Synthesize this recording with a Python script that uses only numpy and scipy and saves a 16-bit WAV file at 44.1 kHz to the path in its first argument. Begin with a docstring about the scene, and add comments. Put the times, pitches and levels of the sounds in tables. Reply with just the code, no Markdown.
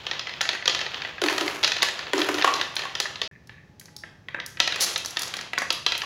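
"""Bright clacks and a fine rolling patter: glass marbles run down a wooden tower's zigzag ramps.
They knock on the groove walls and drop from ramp to ramp, ringing the wood; twice a hollow board
rumbles under one, and now and then a rim clonks. Thin ticks and a rustle sit on top, low air and a
faint hum underneath. A bare, hard-walled room answers, and the sound cuts out briefly halfway."""
import sys
import numpy as np
from scipy import signal
from scipy.fft import rfft, irfft
from scipy.io import wavfile
from scipy.ndimage import uniform_filter1d

SR = 44100
rng = np.random.default_rng(int(sys.argv[2]) if len(sys.argv) > 2 else 0)


def transcribe(u):
    """Save the signal u as a 16-bit wav file named by the first command-line argument.

    u: samples, shape (n,) or (channels, n), limited to [-1, 1]; the rate is SR.
    q: integer samples, one column per channel.
    """
    v = np.clip(np.atleast_2d(u).T, -1, 1)
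    q = np.round(v * 32767).astype(np.int16)
    wavfile.write(sys.argv[1], SR, q)


N = 266805
TIME = np.arange(N) / SR

# still air of the room: freq_hz, level_db
AIR_COLOUR = [(20, -10.5), (40, -30), (60, 3), (90, 6), (150, 7), (220, -0.5), (400, -7), (900, -16),
              (2000, -22.5), (6000, -27), (8500, -42), (16000, -43)]
# a faint, thin hum: start_s, length_s, level_db
HUM_SWELLS = [(3.45, 0.64, -65.5)]
# tone of the reverb: freq_hz, level_db
REVERB_COLOUR = [(100, 8.5), (300, -0.5), (700, -3), (1500, -5.5), (3200, -1.5), (5500, -3), (9000, -3.5),
                 (16000, -2)]
# decay of the reverb: freq_hz, t60_s
REVERB_DECAY = [(300, 0.5), (1000, 0.68), (2500, 0.49), (5500, 0.42), (11000, 0.57), (16000, 0.21)]

# a bright rustle: start_s, length_s, level_db
RUSTLE_SWELLS = [(4.8, 0.046, -19), (4.88, 0.06, -35.5), (5.19, 0.086, -40.5), (5.33, 0.088, -52)]
# thin, lone ticks: start_s, level_db, tilt_db_per_octave
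TICK_HITS = [(2.561, -35, -5), (2.7552, -38, 5), (3.4725, -54, 1.5), (3.7968, -42.5, 6.5),
             (3.856, -46.5, -1), (3.965, -40, 2.5), (4.4625, -34.5, 6), (4.8201, -25.5, 9),
             (4.978, -31.5, 1), (5.0484, -30.5, -4), (5.059, -28, 0.5), (5.1074, -38, 1),
             (5.1928, -29.5, 2), (5.219, -29, 2), (5.2319, -28.5, -3.5), (5.279, -34.5, -3),
             (5.368, -31.5, -5), (5.411, -33, -6), (5.7267, -33.5, 7), (5.9783, -35, 9)]
# tone of the ticks and the rustle: freq_hz, level_db
THIN_COLOUR = [(300, -10.5), (1500, -11), (2800, -9.5), (4300, -0.5), (6300, -0.5), (8500, -14),
               (10800, -7), (13300, -18.5), (15500, -18), (17000, -40)]
# glass meets glass: start_s, level_db
CLINK_HITS = [(3.9648, -38.5)]
# ring of a marble: pitch_hz, level_db, t60_s
GLASS_MODES = [(4800, 0.5, 0.012), (5300, -9, 0.014), (5320, -3, 0.016)]
# a marble strikes a rim: start_s, level_db
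RIM_HITS = [(2.4448, -12.5), (2.4757, -19), (2.852, -30), (5.5798, -31), (5.621, -35), (6.0357, -32.5)]
# ring of the rim: pitch_hz, level_db, t60_s
RIM_MODES = [(740, -13, .03), (781, -2.5, 0.032), (990, -16.5, 0.035), (1050, 2.5, 0.036),
             (1119, 5.5, 0.051), (1180, -22, .04), (1400, -8, 0.047)]

# a marble lands or bounces on the hollow board: start_s, boom_db, clack_db, tilt_db_per_octave
BOARD_HITS = [(1.2169, -16, -24, 2), (1.238, -17, -23, -4.5), (1.261, -29, -26.5, -6.5),
              (1.2973, -30, -27.5, -1), (1.3806, -22, -22.5, -0.5), (1.41, -19, -25, 3),
              (2.1334, -16.5, -21.5, -7), (2.1794, -15, -28, 15), (2.191, -20.5, -31.5, 4),
              (2.288, -16.5, -24, -12), (2.3422, -24.5, -28, 8)]
# a marble crosses the board: start_s, length_s, level_db
BOARD_CROSSINGS = [(1.217, 0.34, -26), (2.133, 0.4, -26.5)]
# ring of the board: pitch_hz, level_db, t60_s
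BOARD_MODES = [(294, 0.5, .15), (309.3, 0.5, 0.17), (342, 3, 0.083), (386.4, 0.5, 0.18),
               (420.6, 1.5, 0.062), (562, -8, 0.16), (680, -18.5, 0.053), (740, -20.5, 0.16),
               (1010, 0.5, 0.048)]
# tone of the rattle on the board: freq_hz, level_db
RATTLE_COLOUR = [(300, 4.5), (600, 0.5), (1200, 3), (2200, 1), (4000, -8.5), (6300, -8.5), (8500, -23),
                 (10800, -15), (13300, -23), (15500, -24), (17000, -42.5)]

# a marble swings slowly through a bend of the top ramp: start_s, level_db
BENDS = [(3.24, -46), (3.49, -55), (4.32, -45), (5.56, -62)]
# tone of that slow roll: freq_hz, level_db
BEND_COLOUR = [(300, -25), (600, -18.5), (1000, -30.5), (1450, -19.5), (1740, 16), (1980, 3), (2200, 1),
               (2600, -1), (3200, -38.5), (6000, -47.5), (10000, -57.5)]
# a marble runs down a stretch of groove: start_s, length_s, level_db
RUNS = [(-0.1, 1, -34), (0.68, 0.53, -31), (1.27, 0.26, -34.5), (1.7, 0.56, -29.5), (2.28, 0.35, -28),
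        (2.66, 0.58, -34), (4.66, 0.27, -30.5), (5.05, 0.42, -34.5), (5.88, 0.14, -38)]
# tone of that fast roll: freq_hz, level_db
RUN_COLOUR = [(150, -16.5), (400, -2), (900, -1), (1400, -0.5), (1800, -1.5), (2300, -2), (3300, 1),
              (5000, -11), (6800, -17), (8500, -34), (16000, -33)]

# ring of a ramp, its six bending modes first: pitch_hz, level_db, t60_s
RAMP_MODES = [(376.6, 0, 0.029), (559, -6.5, 0.071), (711, 0.5, 0.034), (940, 0, 0.044), (1028, 2, 0.016),
              (1296, 4.5, 0.043), (1574, -5.5, 0.043), (1755, 1.5, 0.039), (1944, 1.5, 0.038),
              (2444, -5, 0.029), (2629, 1, 0.033), (2874, -5, 0.028), (3270, -14.5, 0.027),
              (3238, 11.5, 0.012), (3692, 3, 0.018), (3790, 4, 0.019), (4147, 4, 0.025),
              (4600, 6.5, 0.0099), (4930, 6.5, 0.01), (4910, -1.5, 0.0063), (5160, -12.5, 0.0013),
              (5850, -25, 0.0059)]
# the dense, quickly damped rest of the wood: freq_hz, level_db
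CRACK_COLOUR = [(200, -17.5), (800, -22.5), (1400, -17.5), (2000, -1.5), (3400, -2.5), (4500, -5),
                (5800, -7), (6700, -14), (7800, -41.5), (16000, -80)]
# tick of the glass contact itself: freq_hz, level_db
CONTACT_COLOUR = [(4000, 5), (7000, 13), (8700, -3), (10600, 6.5), (13300, -9), (15500, -2.5), (17000, -55)]
# a marble strikes a groove wall or another marble: start_s, level_db, tilt_db_per_octave, tick_db
KNOCK_HITS = [(0.0665, -26, -1.5, -24), (0.1128, -24, -1, -29), (0.1332, -32, -3, -23),
              (0.1938, -26, 2.5, -22), (0.2705, -27.5, -4, -30), (0.2937, -32, -5, -24),
              (0.3377, -34.5, -4, -24), (0.4082, -20, -9, -26), (0.4128, -22, 19, -8.5),
              (0.4532, -27, -7, -20), (0.4902, -18, 1, -22), (0.531, -27.5, -9, -17),
              (0.5501, -29.5, -17, -16), (0.6246, -32.5, -7, -42.5), (0.6567, -22.5, 4, -21),
              (0.6955, -23, 2, -38), (0.813, -26, 1, -29), (0.864, -30, -1, -38), (0.9439, -29.5, -2, -30),
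              (1.019, -28, -6, -27), (1.049, -27, -13.5, -34), (1.1812, -32.5, -16, -37),
              (1.284, -19, -2, -30), (1.4784, -24, -3, -14), (1.5485, -41, -15, -2),
              (1.6303, -24.5, -2, -13), (1.6359, -19, 5, -22), (1.6763, -22.5, 2, -9.5),
              (1.8209, -18, 8, -24), (1.8287, -16, -2.5, -6.5), (1.8862, -25, -5, -11),
              (1.991, -27, -4, -25), (2.2166, -20.5, -1.5, -21), (2.3835, -25, -2, -23),
              (2.413, -26, -2.5, -38), (2.423, -20, -1.5, -35), (2.5387, -22, 8.5, -17),
              (2.5973, -29, -5, -35), (2.6127, -19.5, -1.5, -19), (2.766, -23, 3, -13),
              (2.7927, -26.5, -4, -14), (2.8194, -30.5, -2, -21), (2.8361, -30, -27, -14),
              (2.952, -25, 3.5, -18), (3.001, -19, 3.5, -7.5), (3.0553, -27.5, -26, -29.5),
              (3.157, -32, -1, -28), (3.2159, -21, 4, -19), (3.4937, -41, -11, -31),
              (3.812, -50.5, -12.5, -2), (3.8828, -49.5, -26, -30), (4.0361, -35, -17.5, -42),
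              (4.2851, -34, -11, -24), (4.3449, -26, -25, -30), (4.3872, -35, -31, -50),
              (4.4, -31.5, -4, -25), (4.5714, -36, -8, -43), (4.5955, -35, -13, -21), (4.7594, -26, -5, -9),
              (4.9596, -21, 4, -29), (5.17, -21.5, 1, -14), (5.3389, -28, -3, -10.5),
              (5.3894, -32, -3, -29), (5.533, -24, -12.5, -20), (5.578, -21, -16.5, -28),
              (5.5843, -26, 18.5, -3), (5.619, -23, -24, -14), (5.704, -17, 6, -17),
              (6.018, -26.5, -0.5, -38)]
# a marble drops off the top ramp onto the next: start_s, level_db, tilt_db_per_octave, first_flight_s
DROP_HITS = [(0.6778, -14.5, 5.5, 0.07), (1.6446, -14.5, 6, 0.0742), (4.601, -13, 2.5, 0.0745),
             (5.8637, -15.5, 3, 0.057)]


def undb(db):
    """Decibels to gain."""
    return 10 ** (np.asarray(db) / 20)


def unit(x):
    """Scale to an rms of 1."""
    return x / np.sqrt(np.mean(x ** 2))


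def unit_hit(x):
    """Scale a hit to an rms of 1 over its first 10 ms."""
    return x / np.sqrt(np.mean(x[:SR // 100] ** 2))


def curve_at(points, hz):
    """Read (freq_hz, value) points on a log-frequency axis."""
    freqs, values = np.transpose(points)
    return np.interp(np.log(np.maximum(hz, 1)), np.log(freqs), values)


def colour(x, points, tilt=0):
    """Causal EQ through (freq_hz, level_db) points, tilted in dB per octave from 1.5 to 12 kHz."""
    size = 1024
    hz = np.arange(size // 2 + 1) * SR / size
    octaves = np.log2(np.clip(hz, 1500, 12000) / 3000)
    cepstrum = irfft(np.log(undb(curve_at(points, hz) + tilt * octaves)))
    cepstrum[1:size // 2] *= 2  # fold to minimum phase, so attacks stay crisp
    cepstrum[size // 2 + 1:] = 0
    return signal.fftconvolve(x, irfft(np.exp(rfft(cepstrum))))[:len(x)]


def add(out, start_s, x):
    """Mix a sound in at start_s."""
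    i = max(int(start_s * SR), 0)
    out[i:i + len(x)] += x[:len(out) - i]


def waver(samples):
    """Smooth random drift with an rms of 1, turning over about this many samples."""
    return unit(uniform_filter1d(uniform_filter1d(rng.standard_normal(N), samples), samples))


def swells(rows, attack_s, release_s, fade_db_per_s=0):
    """Envelope of (start_s, length_s, level_db) rows: each rises, holds or fades, then dies away."""
    power = np.zeros(N)
    for start_s, length_s, db in rows:
        age = TIME[:SR] + max(-start_s, 0)
        attack = np.minimum(age / attack_s, 1)
        release = np.exp(-np.maximum(age - length_s, 0) / release_s)
        add(power, start_s, (attack * undb(db - fade_db_per_s * age) * release) ** 2)
    return np.sqrt(power)


def strike(modes, spread_db, detune, tilt=0, contact_s=0.00026):
    """Struck modes: the place of the blow sets each one's sign and share; contact rounds the attack."""
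    hz, db, t60 = np.transpose(modes)
    share, shift, side = rng.standard_normal((3, len(hz)))
    gains = np.sign(side) * undb(db + spread_db * share + tilt * np.log2(hz / hz[0]))
    t = TIME[:int(t60.max() * SR)]
    tones = np.sin(2 * np.pi * np.outer(hz * (1 + detune * shift), t))
    decays = np.exp(-np.log(1000) * np.outer(1 / t60, t))
    attack = 1 - np.exp(-t / contact_s)
    return unit_hit((gains @ (tones * decays)) * attack)


def burst(points, decay_s, tilt=0):
    """A snap of coloured noise that dies within milliseconds."""
    t = TIME[:SR // 20]
    snap = rng.standard_normal(len(t)) * np.exp(-t / decay_s)
    return unit_hit(colour(snap, points, tilt))


def grains(per_s, spread_db):
    """Tiny impacts at random times; a higher spread makes a few stand out."""
    lands = rng.random(N) < per_s / SR
    size = np.minimum(rng.exponential(size=N), 4)
    return unit(lands * rng.standard_normal(N) * undb(spread_db * size))


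def air(level_db=-53):
    """A low, even bed of room tone."""
    hz = np.arange(N // 2 + 1) * SR / N
    spectrum = rfft(rng.standard_normal(N)) * undb(curve_at(AIR_COLOUR, hz))
    return undb(level_db) * unit(irfft(spectrum, N))


def hum(pitch_hz=840, waver_db=2):
    """A faint, wavering tone that creeps in once and goes."""
    tone = unit(np.sin(2 * np.pi * pitch_hz * TIME)) * undb(waver_db * waver(samples=1500))
    return tone * swells(HUM_SWELLS, attack_s=0.57, release_s=0.06)


def reverb(x, wet_db=-8, first_wall_s=0.012, near_db=-9):
    """Near surfaces answer faintly at once; the walls follow with a long, dense tail."""
    t, hz = TIME[:SR], np.arange(SR // 2 + 1)
    spectrum = rfft(rng.standard_normal(SR))
    centres_hz = np.geomspace(250, 16000, 7)
    tail = np.zeros(SR)
    for centre_hz, weights in zip(centres_hz, np.eye(len(centres_hz))):
        band = irfft(spectrum * curve_at(np.c_[centres_hz, weights], hz), SR)
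        tail += band * np.exp(-np.log(1000) * t / curve_at(REVERB_DECAY, centre_hz))
    tail[t < first_wall_s] *= undb(near_db)
    response = colour(tail / np.linalg.norm(tail), REVERB_COLOUR)
    return undb(wet_db) * signal.fftconvolve(x, response)[:len(x)]


def rustle(trim_db=-1):
    """A crowd of tiny ticks blurs into a bright rustle."""
    envelope = swells(RUSTLE_SWELLS, attack_s=0.01, release_s=0.005, fade_db_per_s=50)
    return unit(colour(grains(per_s=4900, spread_db=1), THIN_COLOUR)) * envelope * undb(trim_db)


def ticks(trim_db=-1):
    """Lone, thin ticks, each a bright snap of noise."""
    out = np.zeros(N)
    for start_s, db, tilt in TICK_HITS:
        add(out, start_s, undb(db + trim_db) * burst(THIN_COLOUR, decay_s=0.0035, tilt=tilt))
    return out


def clink():
    """Glass meets glass with a tiny, high ring."""
    out = np.zeros(N)
    for start_s, db in CLINK_HITS:
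        add(out, start_s, undb(db) * strike(GLASS_MODES, spread_db=1, detune=0.004))
    return out


def rim(ring_db=-1, clack_db=-5.5):
    """A marble hits a rim, which rings with a hollow clonk."""
    out = np.zeros(N)
    for start_s, db in RIM_HITS:
        add(out, start_s, undb(db + ring_db) * strike(RIM_MODES, spread_db=1, detune=0.0025))
        add(out, start_s, undb(db + clack_db) * clack(tilt=-7, thud_db=-4, tick_db=-12))
    return out


def hollow_board(boom_trim_db=-8.5, rumble_db=-5, rattle_db=-4, waver_db=1.5):
    """Marbles bounce on a thin board, then rumble and rattle across it."""
    # the rumble builds sooner than the rattle and fades faster as the marble settles
    rumble_swell = swells(BOARD_CROSSINGS, attack_s=0.025, release_s=0.14, fade_db_per_s=60)
    rattle_swell = swells(BOARD_CROSSINGS, attack_s=0.041, release_s=0.099, fade_db_per_s=15.5)
    ring = strike(BOARD_MODES, spread_db=0, detune=0)
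    rumble = unit(signal.fftconvolve(grains(per_s=900, spread_db=-2), ring)[:N])
    rattle = unit(colour(grains(per_s=800, spread_db=2.5), RATTLE_COLOUR))
    out = rumble * rumble_swell * undb(rumble_db)
    out += rattle * rattle_swell * undb(rattle_db + waver_db * waver(samples=400))
    for start_s, boom_db, clack_db, tilt in BOARD_HITS:
        boom = strike(BOARD_MODES, spread_db=2.5, detune=0.0048)
        add(out, start_s, undb(boom_db + boom_trim_db) * boom)
        add(out, start_s, undb(clack_db) * clack(tilt, thud_db=-4, tick_db=-12))
    return out


def run_envelope():
    """A roll swells as the marble settles, fades as it runs off and stops at the end of the stretch."""
    return swells(RUNS, attack_s=0.13, release_s=0.029, fade_db_per_s=13.5)


def rolling(run_db=-6, bend_s=0.074, creep_db=-76, waver_db=2):
    """Marbles patter over the grain of the grooves, pressing harder and softer through the bends."""
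    bends = swells([(start_s, bend_s, db) for start_s, db in BENDS], attack_s=0.048, release_s=0.034)
    bends += undb(creep_db)  # slow rolling between the bends
    fast = unit(colour(grains(per_s=1800, spread_db=1.5), RUN_COLOUR)) * run_envelope() * undb(run_db)
    slow = unit(colour(grains(per_s=430, spread_db=5.5), BEND_COLOUR)) * bends
    return (fast + slow) * undb(waver_db * waver(samples=1200))


def taps(tap_db=-6, scatter_db=2, places=3, taps_per_place=20):
    """A marble brushes the walls at random, as strongly as it rolls; each place has its own clack."""
    out, effort = np.zeros(N), run_envelope()
    for _ in range(places):
        tap = clack(tilt=-5, thud_db=-3, tick_db=-32)
        for slot in range(taps_per_place):
            i = int((slot + rng.random()) * N / taps_per_place)
            gain = effort[i] * undb(tap_db + scatter_db * rng.standard_normal())
            add(out, TIME[i], gain * tap)
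    return out


def clack(tilt, thud_db, tick_db, ring_db=-3, crack_db=-5):
    """Glass on wood: upper modes ring, the wood cracks, the plank bends with a thud, the glass ticks."""
    out = np.zeros(SR // 10)
    bending, upper = RAMP_MODES[:6], RAMP_MODES[6:]
    add(out, 0, undb(ring_db) * strike(upper, spread_db=4, detune=0.026, tilt=tilt, contact_s=0.0006))
    add(out, 0, undb(crack_db) * burst(CRACK_COLOUR, decay_s=0.004, tilt=tilt))
    add(out, 0, undb(thud_db) * strike(bending, spread_db=1.5, detune=0.07, contact_s=0.00089))
    add(out, 0, undb(tick_db) * burst(CONTACT_COLOUR, decay_s=0.0038))
    return out


def knocks(tick_trim_db=-3):
    """Marbles strike the groove walls and each other; a harder contact is brighter."""
    out = np.zeros(N)
    for start_s, db, tilt, tick_db in KNOCK_HITS:
        add(out, start_s, undb(db) * clack(tilt, thud_db=-12, tick_db=tick_db + tick_trim_db))
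    return out


def drops(landings=4, loss_db=6, dulling_db_per_octave=2.5, flight_shrink_s=0.027):
    """A dropped marble lands hard; every bounce is weaker, duller and sooner than the one before."""
    out = np.zeros(N)
    for start_s, db, tilt, first_flight_s in DROP_HITS:
        for bounce in range(landings):
            hit = clack(tilt - bounce * dulling_db_per_octave, thud_db=-12, tick_db=-21)
            add(out, start_s, undb(db - bounce * loss_db) * hit)
            start_s += first_flight_s - bounce * flight_shrink_s
    return out


def radiate(x, cutoff_hz, order):
    """Low cut: a small plate hardly moves the air below its lowest mode."""
    return signal.sosfilt(signal.butter(order, cutoff_hz, "high", fs=SR, output="sos"), x + 1e-18)


def tower():
    """All that sounds on the tower, as it radiates in one direction."""
    ramps = drops() + knocks() + clink() + taps() + rolling() + rustle() + ticks()
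    hollows = hollow_board() + rim()
    return radiate(ramps, cutoff_hz=306, order=2) + radiate(hollows, cutoff_hz=278, order=8)


def scene(gap_start_s=3.277, gap_end_s=3.313):
    """The tower in its room; everything cuts out for a moment halfway, reverb tail included."""
    # each side of the tower radiates its own mix of modes; only the front is heard directly
    front, left, right = tower(), tower(), tower()
    background = air() + hum()
    out = np.zeros(N)
    for stretch in (TIME < gap_start_s, TIME > gap_end_s):
        wet = sum(reverb(side[stretch]) for side in (front, left, right))
        out[stretch] = front[stretch] + wet + background[stretch]
    return out[None]


def record(dry, ceiling=0.88, top_hz=16100):
    """Soft saturation rounds the sharpest peaks; a steep high cut trims the top."""
    rounded = ceiling * np.tanh(dry / ceiling)
    return signal.sosfilt(signal.ellip(8, .2, 70, top_hz, fs=SR, output="sos"), rounded)


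dry = scene()
out = record(dry)
transcribe(out)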